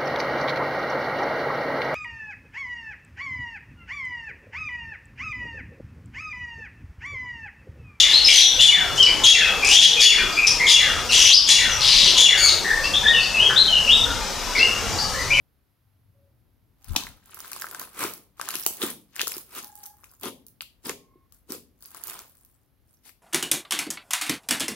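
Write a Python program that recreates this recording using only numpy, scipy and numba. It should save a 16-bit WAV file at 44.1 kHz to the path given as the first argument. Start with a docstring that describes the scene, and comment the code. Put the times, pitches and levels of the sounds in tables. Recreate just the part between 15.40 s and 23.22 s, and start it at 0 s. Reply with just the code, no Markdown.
"""Kneading beaded slime

Hands knead thick, sticky slime with small beads on a table, close to a stereo microphone in a small room.
A stretched sheet lands with a puff of air (low noise) and a loud burst (torn noise and a crack).
Trapped bubbles pop (noise snap, ringing cavity), wet skin crackles and deep pockets squelch (grain clouds).
A few faint whines (wavering tones) sound over rumble and hiss."""
import sys
import numpy as np
from scipy import signal
from scipy.fft import rfft, irfft
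from scipy.io import wavfile
from scipy.ndimage import uniform_filter1d
from numba import njit

SR = 44100
rng = np.random.default_rng(int(sys.argv[2]) if len(sys.argv) > 2 else 0)


def generate_wav(signal):
    """Clip the signal to [-1, 1] and save it as 16-bit WAV at the path in sys.argv[1]."""
    frames = np.transpose(np.atleast_2d(signal))
    scaled = np.clip(frames, -1, 1) * 32767
    pcm = np.round(scaled).astype(np.int16)
    wavfile.write(sys.argv[1], SR, pcm)


N = 344862
TIME = np.arange(N) / SR


def undb(db):
    """Decibels to gain."""
    return 10 ** (np.asarray(db) / 20)


def unit(x):
    """Scale to rms 1."""
    return x / np.sqrt(np.mean(x ** 2))


def curve(rows):
    """Gain over time from (time_s, level_db) rows, interpolated in dB."""
    time_s, level_db = np.transpose(rows)
    return undb(np.interp(TIME, time_s, level_db, left=-130))


def colour(x, points):
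    """Filter by (freq_hz, gain_db) points, interpolated over log frequency."""
    hz, db = np.transpose(points)
    f = np.maximum(np.fft.rfftfreq(x.shape[-1], 1 / SR), 1)
    gain = undb(np.interp(np.log(f), np.log(hz), db))
    return irfft(rfft(x) * gain, x.shape[-1])


def sides(pan_db):
    """Left and right gain; pan_db is left minus right."""
    return undb(np.array([[pan_db], [-pan_db]]) / 2)


def blend(mid, side, likeness):
    """Left and right from two independent noises; likeness is their correlation."""
    common, opposed = np.sqrt(1 + likeness) * mid, np.sqrt(1 - likeness) * side
    return (common + np.array([opposed, -opposed])) / np.sqrt(2)


def pair(size, likeness):
    """Two partly alike white noises."""
    mid, side = rng.standard_normal((2, size))
    return blend(mid, side, likeness)


def add(out, s, sound):
    """Mix a sound in at time s."""
    i = max(int(s * SR), 0)
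    out[:, i:i + sound.shape[1]] += sound[:, :N - i]


def sized(x, db, seconds):
    """Give a short sound the energy of a level held for some seconds."""
    energy = np.mean(np.sum(x ** 2, axis=1))
    return x * undb(db) * np.sqrt(seconds * SR / energy)


# spectrum of the background noise: freq_hz, density_db_per_hz (relative)
FLOOR_SPECTRUM = [(25, -26.5), (42, 5), (100, 4), (170, -7), (260, -5.5), (400, -13.5), (1200, -19.5),
                  (2500, -24.5), (5000, -28), (8000, -32.5), (12000, -21.5), (16000, -29.5)]
# slow swell of the rumble: time_s, gain_db
RUMBLE_SWELL = [(0, -63.5), (.45, -72), (.65, -66), (1.3, -63.5), (3, -66), (6, -64), (7.8, -66)]


def background():
    """Low room rumble that swells slowly, under an even microphone hiss."""
    noise = unit(colour(pair(N, likeness=0.5), FLOOR_SPECTRUM))
    rumble = signal.sosfiltfilt(signal.butter(2, 500, fs=SR, output="sos"), noise)
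    hiss = noise - rumble
    return rumble * curve(RUMBLE_SWELL) * sides(4.4) + hiss * undb(-66.5)


# reverberation by band: centre_hz, t60_s, level_db (against the direct sound)
ROOM_BANDS = [(150, 0.73, -1), (336, 0.42, -10.5), (515, 0.43, -4), (1420, 0.069, -9.5), (3130, 0.29, -4.5),
              (4800, 0.3, -6), (7900, 0.27, -7), (15000, 0.25, -2.5)]


def room(x):
    """Diffuse reflections build up after the direct sound; the bass is most alike at both ports."""
    t = TIME[:32768]
    f = np.maximum(np.fft.rfftfreq(len(t), 1 / SR), 1)
    mid, side = rfft(rng.standard_normal((2, len(t))))
    noise = blend(mid, side, likeness=1 / (1 + (f / 800) ** 2))
    log_centres = np.log([row[0] for row in ROOM_BANDS])
    response = 0
    for share, (_, t60_s, db) in zip(np.eye(len(ROOM_BANDS)), ROOM_BANDS):
        band = irfft(noise * np.interp(np.log(f), log_centres, share))
        build_up = 1 - np.exp(-(t / 0.0012) ** 2)
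        decay = np.exp(-np.log(1000) * t / t60_s) * build_up
        response = response + band * decay * undb(db) / np.sqrt(np.sum(decay ** 2))
    return signal.oaconvolve(x, response, axes=1)[:, :N]


# air pushed past the left port by the falling sheet: time_s, level_db
PUFF_LEVEL = [(1.3, -95), (1.44, -83), (1.485, -37), (1.518, -21), (1.55, -34.5), (1.59, -51), (1.68, -45),
              (1.78, -58), (1.9, -130)]
# taut sheet quivering in the air: time_s, level_db (before panning)
QUIVER_LEVEL = [(.2, -77), (.45, -67), (.7, -62), (1.05, -68.5), (1.35, -74), (1.5, -99)]


def puff():
    """The sheet quivers, then falls; its air buffets the left port far more than the right."""
    wind_spectrum = [(10, -17.5), (25, -4.5), (45, 3.0), (85, -2.5), (140, -11), (300, -28.0),
                     (1000, -70.5), (8000, -110)]
    quiver_spectrum = [(20, -40), (70, -11.5), (95, 0), (125, -4), (400, -50.0), (8000, -110)]
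    wind = colour(pair(N, likeness=0.13), wind_spectrum)
    wind /= np.sqrt(uniform_filter1d(wind ** 2, size=2048))  # even level
    quiver = unit(colour(pair(N, likeness=1.0), quiver_spectrum))
    return wind * curve(PUFF_LEVEL) * undb([[0], [-16]]) + quiver * curve(QUIVER_LEVEL) * sides(3)


# faint whines: start_s, end_s, pitch_hz, level_db (before flutter), second_partial_db (against the first)
WHINE_ROWS = [(.72, 0.912, 557, -71, -22), (1.39, 1.564, 795, -66, -14), (4.148, 4.618, 831.4, -55, -18),
              (5.481, 5.933, 1080, -69.5, -15)]
WHINE_TREMBLE_SHARE, WHINE_FLUTTER_DB = .017, 3.4  # rms waver in pitch and level


def whines():
    """Thin, pulsing two-partial tones that swell and fade."""
    waver_spectrum = [(8, -40), (18, 0), (40, 0), (150, -40), (2000, -100)]
    out = np.zeros((2, N))
    for start, end, hz, db, second_db in WHINE_ROWS:
        n = int((end - start) * SR)
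        tremble, pulse = unit(colour(rng.standard_normal((2, n)), waver_spectrum))
        phase = 2 * np.pi * np.cumsum(hz * (1 + WHINE_TREMBLE_SHARE * tremble)) / SR
        tone = np.sin(phase) + undb(second_db) * np.sin(2 * phase)
        tone *= undb(WHINE_FLUTTER_DB * pulse)
        add(out, start, tone * signal.windows.tukey(n, .6) * undb(db) * sides(0.84))
    return out


# big blisters tearing open: start_s, level_db, tear_s, treble_db (above 6 kHz), pan_db
BURST_ROWS = [(1.5610, -13.5, .0040, -1.5, 4), (3.2633, -12.5, 0.0015, 9, 2.5)]
# colour of a burst: freq_hz, gain_db
TEAR_SPECTRUM = [(100, -13), (300, 2), (500, -6.5), (900, 3.5), (1400, -0.5), (2200, -1), (3600, 0),
                 (5300, 5), (8000, 0), (16000, -9.5)]


def bursts():
    """A big blister rips open within a few milliseconds, with one sharp crack as the skin lets go."""
    out, t = np.zeros((2, N)), TIME[:2048]
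    for s, db, tear_s, treble_db, pan_db in BURST_ROWS:
        rip = pair(len(t), likeness=0.76) * (t / tear_s) ** 2 * np.exp(-4 * t / tear_s)
        crack = np.eye(1, len(t), int(tear_s * SR / 2))  # one impulse at the peak of the rip
        tilted = [(hz, gain + treble_db * (hz > 6000)) for hz, gain in TEAR_SPECTRUM]
        burst = colour(unit(rip) + undb(-8) * unit(crack), tilted)
        add(out, s, sized(burst, db, seconds=0.0049) * sides(pan_db))
    return out


def cavity(hz, cycles, glide, lag_s):
    """An opened bubble swells within a cycle and rings briefly as its pitch rises; the right port lags."""
    turns = np.maximum(TIME[:4096] - np.array([[0], [lag_s]]), 0) * hz
    age = turns / cycles  # 1 at -60 dB
    swell = 1 - np.exp(-(2 * turns) ** 2)
    ring = np.sin(2 * np.pi * turns * (1 + glide * np.minimum(age, 1)))
    return swell * np.exp(-np.log(1000) * age) * ring


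# large air pockets giving way: start_s, starting_pitch_hz, level_db (before panning)
GULP_ROWS = [(1.563, 285, -32.5), (2.647, 340, -29), (3.151, 315, -40), (3.262, 394, -33.5),
             (3.4346, 310, -24), (3.831, 415, -38), (3.872, 423, -41), (3.966, 352, -39.5),
             (4.837, 487, -37.5), (4.862, 253, -34.5), (4.87, 505, -43.5), (5.463, 257, -35.5),
             (5.756, 333.4, -53), (6.102, 276.5, -33)]


def gulps():
    """Large pockets give a short, hollow note."""
    out = np.zeros((2, N))
    for s, hz, db in GULP_ROWS:
        note = cavity(hz, cycles=10, glide=.12, lag_s=.00003)
        add(out, s, sized(note, db, seconds=0.0067) * sides(1.8))
    return out


@njit
def grains(starts, poles, sizes, n):
    """Sum of decaying sines, each a rotating complex pole."""
    out = np.zeros(n)
    for k in range(len(starts)):
        z = sizes[k] + 0j
        for i in range(max(starts[k], 0), min(n, starts[k] + int(-7 / np.log(abs(poles[k]))))):
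            z *= poles[k]
            out[i] += z.imag
    return out


# kinds of grain: pitch_hz (median), spread_octaves, cycles_to_minus_60_db,
# rate_per_s (at density 1), size_scatter_db
POCKET_GRAINS = (360, 0.33, 21.6, 500, 6.3)
BUBBLE_GRAINS = (1248, 0.21, 13, 600, 4.5)
SMALL_BUBBLE_GRAINS = (4200, 0.88, 10, 1800, 1.4)
CRACKLE_GRAINS = (10160, .42, 44, 2800, 7)


def cloud(kind, density, pan_spread_db, lag_spread_s, size=1024):
    """Countless tiny ringing bursts through the slime, levelled over a window of size samples."""
    hz, octaves, cycles, rate, scatter_db = kind
    count = int(rate * density * N / SR)
    seeds = rng.integers(2 ** 31, size=6)
    when, pitch, force, pan, lag, sign = (np.random.default_rng(seed) for seed in seeds)
    f = hz * 2 ** (octaves * pitch.standard_normal(count))
    poles = np.exp((2j * np.pi - np.log(1000) / cycles) * f / SR)
    sizes = undb(scatter_db * np.minimum(force.exponential(size=count), 4))
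    sizes *= sign.choice([-1, 1], count) * np.sqrt(f / hz) * (f < SR / 2)
    s = when.random(count) * N / SR
    # each grain has its own place between the hands
    pan_db = pan_spread_db * pan.standard_normal(count)
    lag_s = lag_spread_s * lag.standard_normal(count)
    out = []
    for side in (1, -1):
        starts = ((s + side * lag_s / 2) * SR).astype(int)
        out.append(grains(starts, poles, sizes * undb(side * pan_db / 2), N))
    out = np.array(out)
    return out / np.sqrt(uniform_filter1d(np.mean(out ** 2, axis=0), size=size) + 1e-6)


def effort(t, start, end, rise, swell_db, fall):
    """Gain of one move of the hands: a quick rise, a slow change while they work, and a fall."""
    along = np.clip((t - start) / max(end - start, 1e-3), 0, 1)
    before_db = abs(rise) * np.maximum(start - t, 0)
    after_db = abs(fall) * np.maximum(t - end, 0)
    return undb(swell_db * (along - 1) - before_db - after_db)


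# squelches: start_s, end_s, rise_db_per_s, fall_db_per_s, hollow_hz (under the hand),
# pockets_db, bubbles_db, small_bubbles_db, crackle_db, pan_db
SQUELCH_ROWS = [(2.617, 2.632, 321.5, 201, 2290, -41.5, -33, -33.5, -30, 2),
                (3.424, 3.436, 701.5, 242, 3430, -35.5, -36, -34.5, -30, 3.5),
                (4.171, 4.192, 337, 703, 2470, -50, -44.5, -41, -37, 3.5),
                (4.836, 4.888, 1195, 1192, 3370, -39, -43, -40.5, -39.5, 4.5),
                (5.458, 5.46, 1202.5, 502.5, 5050, -42, -48.5, -41, -33, 4.5),
                (5.492, 5.495, 1205, 599.5, 5300, -33.5, -37, -37, -41, 4),
                (6.102, 6.146, 1102, 382, 4660, -44.5, -53, -48, -41.5, 4.5),
                (7.657, 7.697, 800, 992, 5030, -71, -84, -57, -51.5, 7)]


def squelches():
    """Fingers press in, and air spurts through pockets and bubbles of all sizes at once."""
    layers = [cloud(POCKET_GRAINS, density=2, pan_spread_db=0.5, lag_spread_s=.00003)]
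    for kind in (BUBBLE_GRAINS, SMALL_BUBBLE_GRAINS, CRACKLE_GRAINS):
        layers.append(cloud(kind, density=2.8, pan_spread_db=5.5, lag_spread_s=.00005))
    out = np.zeros((2, N))
    for start, end, rise, fall, hollow_hz, *levels_db, pan_db in SQUELCH_ROWS:
        near = (TIME > start - .5) & (TIME < end + .5)
        flow = effort(TIME[near], start, end, rise, 0, fall)
        deep, bubbles, small, crackle = (layer[:, near] for layer in layers)
        # the hollow under the hand rings with the small bubbles
        hollow = signal.lfilter(*signal.iirpeak(hollow_hz, Q=6, fs=SR), small)
        small = unit(small + undb(-1) * hollow)
        mix = sum(undb(db) * layer for db, layer in zip(levels_db, (deep, bubbles, small, crackle)))
        out[:, near] += flow * sides(pan_db) * mix
    return out


# strokes of the hands: start_s, end_s, rise_db_per_s, swell_db (start to end), fall_db_per_s,
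# bubbles_db, small_bubbles_db, crackle_db (stirring reached at the end), pan_db
STROKE_ROWS = [(1.495, 1.521, 279.5, -1, 301, -59.5, -52.5, -51.5, 4),
               (1.57, 1.634, 301.5, -1.5, 154, -48.5, -49, -49.5, 2),
               (1.925, 2.185, 145, 8.5, 125, -53.5, -47.5, -46, 3),
               (2.24, 2.427, 195, 13, 212.5, -45.5, -49, -43.5, 2),
               (2.59, 2.748, 200, -2, 176, -80, -68, -54.5, 9),
               (2.991, 3.147, 894, 12, 201, -45, -40, -42.5, 2),
               (3.188, 3.38, 198.5, -9, 101, -77.5, -58, -47.5, 2),
               (3.496, 3.501, 107, 4.5, 654, -48, -38, -35, 4),
               (3.795, 3.808, 381, 5, 350, -47, -34.5, -38, 6),
               (3.907, 3.984, 225, 0, 369, -53.5, -51.5, -40, 3),
               (4.153, 4.244, 205, -1, 220, -57.5, -58.5, -48, 4),
               (4.382, 4.462, 153, 9, 400, -66, -66, -45.5, 7.5),
               (4.584, 4.73, 80, 6, 280, -68, -77, -59, 5),
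               (4.817, 4.83, 899.5, 2.5, 160, -62.5, -82, -49, 2),
               (5.927, 5.944, 896, 0.5, 203, -78.5, -88, -67, 16),
               (6.425, 6.479, 498.5, 3, 202, -68.5, -68, -51, 8.5),
               (6.573, 6.579, 245, -4, 147, -55.5, -57, -51.5, 6),
               (6.693, 6.799, 198, -7.5, 203, -53.5, -53, -50.5, 1.5),
               (6.925, 7.099, 150, -9, 72, -83.5, -89, -70, 8.5),
               (7.505, 7.513, 276.5, 0, 149, -85, -86.5, -65, 3)]
BUBBLE_SWELL_SHARE = 0.65  # the deep bubbles follow only this share of the swell


def strokes():
    """How strongly the hands stir the bubbles, the small bubbles and the crackle, left and right."""
    power = np.zeros((3, 2, N))
    for start, end, rise, swell_db, fall, *levels_db, pan_db in STROKE_ROWS:
        near = (TIME > start - .5) & (TIME < end + .5)
        for layer, share, db in zip(power, (BUBBLE_SWELL_SHARE, 1, 1), levels_db):
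            gain = effort(TIME[near], start, end, rise, share * swell_db, fall)
            layer[:, near] += (gain * undb(db) * sides(pan_db)) ** 2
    return np.sqrt(power)


def kneading(stir):
    """Sticky skin peels from the fingers in a sparse crackle; deeper pockets stir along with the bubbles."""
    wide = dict(pan_spread_db=4, lag_spread_s=.00006, size=3072)
    bubbles = cloud(BUBBLE_GRAINS, density=1.1, **wide)
    small = cloud(SMALL_BUBBLE_GRAINS, density=.4, **wide)
    crackle = cloud(CRACKLE_GRAINS, density=.4, **wide)
    deep = cloud(POCKET_GRAINS, density=0.59, pan_spread_db=6.5, lag_spread_s=.00004)
    body = stir[0] * (bubbles + undb(-9.5) * deep) + stir[1] * small
    return body * sides(1.2) + stir[2] * crackle * sides(-1.1)


STRAY_PER_S, STRAY_HZ, STRAY_OCTAVES = 40, 1422, 0.28  # candidates; the weakest are dropped
STRAY_RING_DB, STRAY_SNAP_DB = -3.5, 4.5  # against the stirred bubbles and crackle
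STRAY_SCATTER_DB, STRAY_PAN_DB = 3.5, 3


def stray_pops(stir):
    """Lesser pops at random moments, as strong as the hands are working; rows as in POP_ROWS."""
    rows = []
    draws = rng.standard_normal((int(STRAY_PER_S * N / SR), 5))
    for i, (when, pitch, ring, snap, pan) in enumerate(draws):
        s = np.clip((i + when) / STRAY_PER_S, 0, TIME[-1])
        bubbles_db, _, crackle_db = 20 * np.log10(stir[:, :, int(s * SR)].mean(axis=1) + 1e-9)
        ring_db = bubbles_db + STRAY_RING_DB + STRAY_SCATTER_DB * np.clip(ring, -2, 2)
        snap_db = crackle_db + STRAY_SNAP_DB + STRAY_SCATTER_DB * np.clip(snap, -2, 2)
        if snap_db > -75:
            hz = STRAY_HZ * 2 ** (STRAY_OCTAVES * pitch)
            rows.append((s, hz, ring_db, snap_db, STRAY_PAN_DB * pan))
    return rows


# clearest bubbles popping: start_s, cavity_hz (starting pitch), ring_db, snap_db (skin), pan_db
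POP_ROWS = [(1.4449, 3830, -64, -44, 10), (1.5345, 790, -47.5, -48, -7.5), (1.5523, 880, -33.5, -46, 5),
            (1.637, 4100, -37.5, -38, 2.5), (1.669, 1900, -35.5, -51, 0), (1.9453, 1780, -67, -38.5, -6),
            (1.972, 1280, -42, -59, 1.5), (2.004, 1180, -44.5, -36.5, -1), (2.0462, 1350, -41.5, -50, 6),
            (2.118, 1430, -44, -37.5, 14.5), (2.132, 2500, -39, -31.5, 4), (2.1634, 1080, -37.5, -37, -5),
            (2.214, 3870, -63, -33, -6), (2.221, 1610, -31.5, -32.5, 1), (2.243, 1310, -28.5, -53.5, 4),
            (2.268, 1630, -36.5, -46, -1), (2.3128, 1640, -47, -35.5, 3), (2.3477, 1430, -33.5, -34.5, 4),
            (2.3977, 1180, -51.5, -32, -1), (2.416, 1470, -43.5, -37.5, 5.5), (2.5924, 1220, -46, -32, 3),
            (2.639, 1070, -28, -28, 9.5), (2.7371, 1150, -62.5, -33.5, 5.5),
            (2.9973, 1120, -30.5, -43.5, 9), (3.0139, 1460, -30.5, -28, 3.5), (3.081, 1540, -36.5, -54, 3),
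            (3.0887, 1260, -30.5, -26, -3.5), (3.1066, 2720, -37.5, -30.5, 8), (3.14, 3140, -35, -37, 3),
            (3.155, 2720, -36.5, -24.5, 8.5), (3.274, 3900, -50, -26.5, -5.5),
            (3.4187, 3480, -25.5, -35.5, -2.5), (3.428, 3300, -26.5, -28.5, 4),
            (3.437, 3350, -33.5, -35, -5.5), (3.758, 3400, -52, -41, 8), (3.7636, 1780, -38, -34, 3.5),
            (3.7947, 2570, -22, -34.5, 4.5), (3.809, 1610, -25.5, -45, -2), (3.8154, 3180, -25.5, -20.5, 3),
            (3.831, 3620, -47, -44, 13.5), (3.872, 1240, -31.5, -24.5, 2.5), (3.8798, 3900, -45, -25, 8.5),
            (3.9194, 2400, -35.5, -30.5, 6), (4.355, 1200, -67, -40, 1), (4.4625, 840, -63, -38, 3),
            (4.636, 1107, -52, -63, 14.5), (4.6422, 2370, -49, -48.5, 5.5), (4.7388, 950, -69, -56, 7),
            (4.7987, 1440, -73, -51, 5), (4.8124, 1400, -69, -43, 0), (4.834, 3380, -36, -35.5, 9),
            (4.857, 1040, -34, -36, 0), (5.0666, 3040, -80, -41.5, 4), (5.084, 3340, -81, -46, 1.5),
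            (5.208, 4280, -36.5, -54, 8.5), (5.2081, 2570, -31.5, -48, 4.5), (5.214, 3900, -56, -43, 2),
            (5.22, 1290, -44.5, -37.5, 1.5), (5.495, 2210, -29, -26.5, 2), (5.9234, 1090, -67.5, -49, 8),
            (6.1216, 1490, -47, -29, 2), (6.425, 733, -65.5, -43.5, 7), (6.547, 1150, -43, -43.5, 10),
            (6.638, 3980, -62, -31.5, -4), (6.693, 1470, -57, -41, 9), (6.7913, 1250, -46.5, -37.5, -0.5),
            (7.0497, 3600, -69, -51, 5), (7.661, 780, -58.5, -55, 10), (7.693, 2150, -51, -52, 12)]
# the skin snaps duller over a cavity that rings harder: centre at SNAP_RING_DB, and its fall
SNAP_HZ, SNAP_RING_DB, SNAP_OCTAVES_PER_DB = 8800, -47, .02
RING_CYCLES, RING_GLIDE_SHARE = 10, .082


def pops(rows):
    """The skin of a bubble snaps (band of noise), and the cavity under it rings."""
    out, t = np.zeros((2, N)), TIME[:512]
    lead_s = .001  # the snap swells in over the millisecond before its peak
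    for s, hz, ring_db, snap_db, pan_db in rows:
        snap_hz = min(SNAP_HZ * 2 ** (SNAP_OCTAVES_PER_DB * (SNAP_RING_DB - ring_db)), 12500)
        edges_hz = np.clip([snap_hz / 1.61, snap_hz * 1.67], 500, SR / 2 - 1000)
        rip = pair(len(t), likeness=.4) * np.exp(-np.abs(t - lead_s) / .0005)
        snap = signal.sosfilt(signal.butter(2, edges_hz, "band", fs=SR, output="sos"), rip)
        ring = cavity(hz, cycles=RING_CYCLES, glide=RING_GLIDE_SHARE, lag_s=.00002)
        add(out, s - lead_s, sized(snap, snap_db, seconds=.006) * sides(pan_db))
        add(out, s, sized(ring, ring_db, seconds=.003) * sides(pan_db))
    return out


PORT_LAG_S = .00006


def scene():
    """The slime's direct sound reaches the right port a little late; each spot has its own reflections."""
    stir = strokes()
    spots = [pops(POP_ROWS + stray_pops(stir)) + whines(), bursts() + gulps(), squelches(), kneading(stir)]
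    # the slime's sounds carry little deep bass
    thin = signal.butter(2, 130, "high", fs=SR, output="sos")
    spots = [signal.sosfilt(thin, spot) for spot in spots]
    left, right = sum(spots)
    delay = np.exp(-2j * np.pi * np.fft.rfftfreq(N, 1 / SR) * PORT_LAG_S)
    direct = np.array([left, irfft(rfft(right) * delay, N)])
    return direct + sum(room(spot) for spot in spots) + puff() + background()


TOP_HZ = 15800


def record(dry):
    """The right microphone is a little brighter; the recorder rounds the highest peaks and cuts the top."""
    left = colour(dry[0], [(4500, -0.41), (8000, -5.5), (16000, -1.0)])
    right = colour(dry[1], [(4500, -0.035), (8000, -1.6), (16000, 2.0)])
    rounded = np.tanh(np.array([left, right]))
    return signal.sosfilt(signal.ellip(10, .2, 70, TOP_HZ, fs=SR, output="sos"), rounded)


dry = scene()
out = record(dry)
generate_wav(out)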